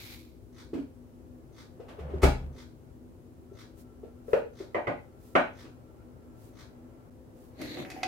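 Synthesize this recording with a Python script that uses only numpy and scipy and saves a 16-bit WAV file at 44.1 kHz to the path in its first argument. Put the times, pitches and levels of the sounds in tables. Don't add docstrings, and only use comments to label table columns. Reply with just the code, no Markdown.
import sys
import numpy as np
from scipy import signal
from scipy.fft import rfft, irfft
from scipy.io import wavfile
from scipy.ndimage import uniform_filter1d

SR = 44100
rng = np.random.default_rng(int(sys.argv[2]) if len(sys.argv) > 2 else 0)


def to_wav(s):
    ch = np.atleast_2d(s).T
    pcm = np.round(np.clip(ch, -1, 1) * 32767)
    wavfile.write(sys.argv[1], SR, pcm.astype(np.int16))


N = 355887
TIME = np.arange(N) / SR
DIP_S, DIP_LENGTH_S = 7.1025, 0.003


def from_db(db):
    return 10 ** (np.asarray(db) / 20)


def rms_one(x):
    return x / np.sqrt(np.mean(x ** 2) + 1e-20)


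def at_hz(points, hz):
    table_hz, value = np.array(points).T
    return np.interp(np.log(hz + 1), np.log(table_hz), value)


def level(rows):
    return from_db(np.interp(TIME, *np.transpose(rows)))


def coloured(x, spectrum):
    size = x.shape[-1]
    hz = np.arange(size // 2 + 1) * SR / size
    return rms_one(irfft(rfft(x) * from_db(at_hz(spectrum, hz)), size))


# pitch_hz, likeness (1 = identical)
PORT_LIKENESS = [(40, 0.74), (120, 0.62), (400, 0.77), (1000, -0.13), (3000, -0.046), (15000, -0.041)]


def wide(size, source=1):
    shared, own = rfft(rng.standard_normal((2, size)) * source)
    hz = np.arange(size // 2 + 1) * SR / size
    alike = np.clip(at_hz(PORT_LIKENESS, hz), -1, 1)
    middle = np.sqrt((1 + alike) / 2) * shared
    side = np.sqrt((1 - alike) / 2) * own
    return irfft([middle + side, middle - side], size)


def resonate(x, hz, width_hz):
    r = np.exp(-np.pi * width_hz / SR)
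    top = (1 - r * r) / 2
    return signal.lfilter([top, 0, -top], [1, -2 * r * np.cos(2 * np.pi * hz / SR), r * r], x)


def narrow(x, hz, width_hz):
    return resonate(resonate(x, hz, width_hz), hz, width_hz)


def body(slips, peaks):
    return rms_one(sum(from_db(db) * narrow(slips, hz, width) for hz, width, db in peaks))


def grit(per_s, spread_db):
    slipping = rng.random(N) < per_s / SR
    return slipping * from_db(spread_db * np.minimum(rng.exponential(1, N), 4))


def stroke(s, db, attack_s, hold_s, release_s):
    rise = (s + attack_s - TIME) / attack_s
    fall = (TIME - s - attack_s - hold_s) / release_s
    return from_db(db - 30 * np.clip(np.maximum(rise, fall), 0, 6))


# pitch_hz, left_minus_right_db
PORT_BALANCE = [(60, 9.5), (240, 1.5), (950, 1.5), (3770, 0.5), (15000, -4)]


def leaning(x):
    lean = at_hz(PORT_BALANCE, np.arange(N // 2 + 1) * SR / N) / 2
    return irfft(rfft(x) * from_db([lean, -lean]), N)


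def add(out, sound, s, pan_db):
    at = round(s * SR)
    sound = sound[:N - at]
    out[:, at:at + len(sound)] += sound * from_db([[pan_db / 2], [-pan_db / 2]])


def crack(spectrum, t60, rise_s):
    t = np.arange(4096) / SR
    fall = from_db(-30 * t / t60)
    noise = rfft(rng.standard_normal(len(t)) * fall)
    even = irfft(np.exp(1j * np.angle(noise)))
    burst = coloured(even, spectrum) * fall * (1 - np.exp(-t / rise_s))
    return burst * np.sqrt(np.sum(fall ** 4) / np.sum(burst ** 2))


def blows(events, modes, spectrum, crack_t60, rise_s, pan_db, order=1):
    out, t = np.zeros((2, N)), np.arange(SR // 3) / SR
    hz, mode_db, t60 = np.array(modes).T[:, :, None]
    phase = (-1) ** np.arange(len(hz))[:, None]
    for s, db, contact_hz, ring_db in events:
        uneven_db = 1.5 * rng.standard_normal(hz.shape)
        strength = from_db(ring_db + mode_db + uneven_db) * phase
        ringing = strength * from_db(-60 * t / t60) * np.sin(2 * np.pi * hz * t)
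        sound = ringing.sum(axis=0) * (1 - np.exp(-t / rise_s))
        sound[:4096] += crack(spectrum, crack_t60, rise_s)
        soft = signal.butter(order, min(contact_hz, SR / 2.2), fs=SR)
        add(out, from_db(db) * signal.lfilter(*soft, sound), s, pan_db)
    return out


# pitch_hz, density_db (relative)
SHELF_SLIDE_COLOUR = [(900, -13.5), (1850, -12), (2250, -2), (2850, -11.5), (4000, -5.5), (5600, -13.5),
                      (9100, -20), (13400, -12.5), (15800, -20)]


def fridge_slide():
    gain = stroke(-.01, db=-48.5, attack_s=0.0095, hold_s=0.13, release_s=0.26)
    return gain * coloured(wide(N, grit(9000, 0.5)), SHELF_SLIDE_COLOUR)


# pitch_hz, density_db (relative)
ROOM_AIR = [(12, -63), (20, -38), (55, 2), (110, 3), (168, -6.5), (248, -6), (399, -4), (472, -13.5),
            (513, -32), (718, -56), (1330, -36.5), (16000, -39)]


def air():
    return from_db(-53.5) * coloured(wide(N), ROOM_AIR)


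# pitch_hz, width_hz, level_db (rms, before the tilt across the ports)
FRIDGE_HUM = [(124.6, 27, -65), (246, 12.4, -57), (325.7, 19, -63), (516.6, 11, -68)]


def fridge_hum():
    white = wide(N)
    return sum(from_db(db) * rms_one(narrow(white, hz, width)) for hz, width, db in FRIDGE_HUM)


# time_s, level_db
RUSHING_LEVEL = [(0., -66), (1.75, -61), (2.1, -45.5), (2.7, -63), (7.09, -59), (7.12, -62.5),
                 (8.07, -53.5)]
# pitch_hz, density_db (relative)
RUSHING_COLOUR = [(300, -3), (500, 5), (1000, -6), (1500, -12.5), (3000, -24.5), (6000, -59)]


def rushing():
    return level(RUSHING_LEVEL) * coloured(wide(N), RUSHING_COLOUR)


# start_s, count
CLOCK_RUNS = [(.527, 3), (3.533, 4)]
# pitch_hz, density_db (relative)
CASE_CRACK = [(600, -29), (900, -2), (1400, -3), (2100, -0.5), (2800, -14.5), (3500, -4.5), (6200, -11),
              (7200, -17), (13000, -24)]
# pitch_hz, level_db, t60_s, loss_db_per_s
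CLOCK_PART = (6200, 3.6, 0.013, 300)


def clock():
    gap_s, peak_s, peak_db = 0.018, 0.06, -46
    swell_db_per_s, fade_db_per_s = 341, 246
    out, t = np.zeros((2, N)), np.arange(4096) / SR
    hz, ring_db, t60, loss = CLOCK_PART
    ring = from_db(ring_db - 60 * t / t60) * np.sin(2 * np.pi * hz * t)
    for s in [first + k for first, count in CLOCK_RUNS for k in range(count)]:
        for after in gap_s * np.arange(6):
            db = peak_db - max(swell_db_per_s * (peak_s - after), fade_db_per_s * (after - peak_s))
            contact = crack(CASE_CRACK, 0.041, 0.00076) + from_db(-loss * after) * ring
            add(out, from_db(db) * contact, s + after, 1.5)
    return out


# start_s, level_db, pitch_hz, scuff_db (relative)
DULL_BUMPS = [(0.732, -17, 299, -16), (.774, -20.5, 282, -21), (1.797, -28.5, 478, -15.5),
              (1.881, -40, 251, 5), (1.986, -29.5, 424, -7.5), (2.094, -34.5, 308, -9.5),
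              (2.136, -22, 383, -21.5), (3.515, -36, 393, -35), (4.032, -28.5, 448, -22),
              (4.602, -25, 388, -33), (4.878, -25, 116, -45), (5.643, -35.5, 305, -4.5)]
# pitch_hz, density_db (relative)
SCUFF_COLOUR = [(400, -10), (1200, -14), (2500, -19), (6000, -34), (15000, -44.5)]


def bumps():
    out, t = np.zeros((2, N)), np.arange(4096) / SR
    for s, db, hz, scuff_db in DULL_BUMPS:
        pair = np.sin(2 * np.pi * hz * t) + 0.24 * np.sin(2 * np.pi * 1.36 * hz * t)
        thud = pair * from_db(-60 * t * hz / 14)
        thud = thud * (1 - np.exp(-t / 0.0013))
        scuff = from_db(scuff_db - 7.5) * crack(SCUFF_COLOUR, 0.057, 0.034)
        add(out, from_db(db) * (thud + scuff), s, 0.5)
    return out


# start_s, level_db, attack_s, hold_s
DOOR_RATTLE = (1.73, -60.5, 0.3865, 0.28)


def door_rattle():
    s, db, attack, hold = DOOR_RATTLE
    return stroke(s, db, attack, hold, attack) * coloured(wide(N, grit(380, 7.5)), SCUFF_COLOUR)


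# start_s, level_db, hold_s
CABINET_ROCKS = [(1.976, -39.5, 0.067), (2.111, -34, .01), (2.385, -38, 0.061)]


def rocking():
    sway = sum(stroke(s, db, 0.036, hold, 0.19) for s, db, hold in CABINET_ROCKS)
    tone = np.sin(2 * np.pi * 72.3 * TIME)
    loose = rms_one(narrow(wide(N), 145, 47))
    return sway * np.sqrt(2) * (tone + 0.3 * loose)


# start_s, level_db, contact_hz, ringing_db (relative)
DOOR_BLOWS = [(2.218, -23, 5930, -27), (2.229, -8.5, 2540, 4.5)]
# pitch_hz, level_db (relative), t60_s
FRIDGE_MODES = [(41.4, -10.5, 0.64), (67.7, -0.5, 0.3), (126.9, -15, 0.62), (400, -5.5, 0.058),
                (510, -8.5, 0.047)]
# pitch_hz, density_db (relative)
SEAL_CRACK = [(180, 1), (400, -8), (1000, -8.5), (1600, -17), (2200, -12), (3000, -22), (15500, -23)]


def fridge_door():
    return blows(DOOR_BLOWS, FRIDGE_MODES, SEAL_CRACK, crack_t60=0.039, rise_s=0.01, pan_db=1.0)


# pitch_hz, width_hz, level_db (rms before gating and tilt), start_s
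THIN_TONE = (1343, 28, -75, 3.5)


def thin_tone():
    hz, width, db, start = THIN_TONE
    return from_db(db) * rms_one(narrow(wide(N), hz, width)) * (TIME > start) * (TIME < DIP_S)


# centre_s, level_db, length_s
RUSTLES = [(3.801, -60, 0.029), (4.336, -60.5, 0.066), (5.277, -63.5, 0.079), (6.446, -63.5, 0.073),
           (7.434, -67, 0.084)]
# pitch_hz, density_db (relative)
CLOTH_COLOUR = [(1800, -10), (4000, -9.5), (12300, -7.5), (15800, -7.5)]


def rustle():
    strokes = sum(from_db(db) * np.exp(-((TIME - s) / length) ** 2) for s, db, length in RUSTLES)
    return strokes * coloured(wide(N, grit(6000, 1.04)), CLOTH_COLOUR)


# start_s, level_db, contact_hz, ringing_db (relative)
BOX_LANDINGS = [(4.281, -39, 900, 5.5), (4.313, -39, 800, -6), (4.331, -16, 4460, -0.5),
                (4.372, -31, 1000, -8), (4.40, -40.5, 800, 1)]
# pitch_hz, level_db (relative), t60_s
TABLE_RINGING = [(432, 3.5, 0.045), (541, 9, 0.036), (620, -2.5, 0.02), (675, -7, 0.032)]
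# pitch_hz, density_db (relative)
LANDING_CRACK = [(300, -9.5), (560, 0), (950, -11.5), (1900, -12.5), (2600, -18.5), (3500, -31),
                 (15500, -48)]


def box_on_table():
    return blows(BOX_LANDINGS, TABLE_RINGING, LANDING_CRACK, crack_t60=0.029, rise_s=0.0012, pan_db=2.5)


# start_s, level_db, contact_hz, ringing_db (relative)
LATCH_SNAPS = [(4.745, -22, 5850, 9), (4.760, -23, 800, 8), (4.870, -21, 6900, 2), (4.877, -26, 800, 15),
               (5.352, -7.5, 6860, -4.5), (5.364, -22.5, 900, 9.5)]
# pitch_hz, level_db (relative), t60_s
BOX_RINGING = [(313, -10.5, 0.042), (426, -12.5, 0.024), (555, -2, 0.024), (693, 1, 0.012),
               (956, -9.5, 0.014), (1984, 3.5, 0.0094)]
# pitch_hz, density_db (relative)
LATCH_CRACK = [(150, -14), (300, 1.5), (650, -2), (1150, -3.5), (2050, -4), (3200, -20.5), (5000, -35.5),
               (15500, -47.5)]


def latches():
    return blows(LATCH_SNAPS, BOX_RINGING, LATCH_CRACK, crack_t60=0.025, rise_s=0.0014, pan_db=-3.0)


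# start_s, hold_s, scrape_db, squeal_db, squeal_hz
CUP_PULLS = [(7.541, 0.042, -48, -51, 4230), (7.619, 0.057, -51, -47.5, 3980),
             (7.721, 0.025, -47.5, -47, 3720)]
# start_s, level_db, hold_s
SHELF_JOLTS = [(7.569, -44.5, .012), (7.736, -42.5, .06), (8.014, -47.5, .03)]
# pitch_hz, width_hz, level_db (relative)
CUP_BODY = [(1960, 1000, 19.5), (5240, 2500, 6), (11200, 6100, 1)]
# pitch_hz, width_hz, level_db (relative)
SHELF_BODY = [(141, 52, 4), (286, 180, 8.5), (463, 190, -1)]


def cup_drag():
    attack_s, release_s = 0.075, 0.079
    slips = wide(N, grit(6000, 0.96))
    scrape, squeal = 0, 0
    for s, hold, scrape_db, squeal_db, squeal_hz in CUP_PULLS:
        scrape = scrape + stroke(s, scrape_db, attack_s, hold, release_s)
        foot = rms_one(narrow(slips, squeal_hz, width_hz=980))
        squeal = squeal + stroke(s, squeal_db, attack_s, hold, release_s) * foot
    carried = from_db(-55.5) * (TIME > SPOON_BLOWS[0][0])
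    scrape = np.maximum(scrape, carried)
    jolts = sum(stroke(s, db, 0.034, hold, 0.14) for s, db, hold in SHELF_JOLTS)
    rumble = (from_db(5) * scrape + jolts) * body(slips, SHELF_BODY)
    return scrape * body(slips, CUP_BODY) + squeal + rumble


# start_s, level_db, contact_hz, ringing_db (relative)
SPOON_BLOWS = [(7.614, -41, 13000, -22), (7.772, -37.5, 2000, -5), (7.848, -39, 2300, 0),
               (7.878, -56, 1000, 4), (7.901, -41, 11400, 1), (7.916, -44.5, 8050, 4.5),
               (7.964, -47, 1000, 14.5), (8.031, -26.5, 5440, 4)]
# pitch_hz, level_db (relative), t60_s
CUP_RINGING = [(759, -0.5, 0.055), (1640, -11, 0.023), (2025, -7, 0.051), (2540, -11.5, 0.06),
               (4810, 1, 0.0098), (6660, -11, 0.023), (8800, -23, 0.025), (11550, -15, 0.044)]
# pitch_hz, density_db (relative)
SPOON_CRACK = [(300, -33), (900, -4.5), (2100, 7), (3000, 0), (5000, -1), (8000, -7), (15500, -7.5)]


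def spoons():
    return blows(SPOON_BLOWS, CUP_RINGING, SPOON_CRACK,
                 crack_t60=0.039, rise_s=0.00083, pan_db=-3.5, order=2)


# pitch_hz, t60_s
KITCHEN_T60 = [(150, 0.3), (1000, 0.28), (4000, 0.31), (12000, 0.24)]
# pitch_hz, width_octaves, level_db
TAIL_DIP = (1910, 0.23, -4)


def sum_and_difference(pair):
    return np.array([pair[0] + pair[1], pair[0] - pair[1]])


def room(x):
    size = SR * 3 // 4
    t, hz = np.arange(size) / SR, np.arange(size // 2 + 1) * SR / size
    white, tail = rfft(wide(size)), 0
    for octave in np.arange(7.5, 14.6, .5):
        share = np.clip(1 - 2 * np.abs(np.log2(hz + 1) - octave), 0, 1)
        fall = from_db(-60 * t / at_hz(KITCHEN_T60, 2 ** octave))
        tail = tail + irfft(white * share, size) * fall
    tail = tail * (1 - np.exp(-t / 0.0028)) * (1 + np.exp(-t / 0.0071))
    tail = sum_and_difference(tail)
    power = np.abs(rfft(tail)) ** 2 + 1e-9
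    even = np.sqrt(uniform_filter1d(power, size=600) / uniform_filter1d(power, size=25))
    dip_hz, width, dip_db = TAIL_DIP
    even = even * from_db(dip_db * np.exp(-(np.log2((hz + 1) / dip_hz) / width) ** 2))
    tail = irfft(rfft(tail) * even * (hz > 140))[:, :size * 9 // 10]
    tail = sum_and_difference(tail)
    tail = tail / np.sqrt(np.sum(tail ** 2) / 2)
    return signal.fftconvolve(x.mean(axis=0)[None], tail, axes=1)[:, :N]


def scene():
    landing, cup = box_on_table(), spoons()
    box = landing + latches()
    others = clock() + bumps() + fridge_door()
    box_at_ports = np.array([np.roll(box[0], 17), box[1]])
    direct = from_db(-5.5) * (others + box_at_ports) + cup
    reverberant = room(from_db(2.5) * (others + box - 0.28 * landing) + cup)
    rubbing = fridge_slide() + door_rattle() + rustle() + cup_drag()
    background = air() + fridge_hum() + rushing() + thin_tone()
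    return direct + reverberant + rocking() + leaning(rubbing + background)


def record(dry):
    dip = 1 - np.exp(-((TIME - DIP_S) / DIP_LENGTH_S) ** 4)
    low_pass = signal.ellip(10, .5, 60, 15850, fs=SR, output="sos")
    return signal.sosfilt(low_pass, dry * dip)


dry = scene()
out = record(dry)
to_wav(out)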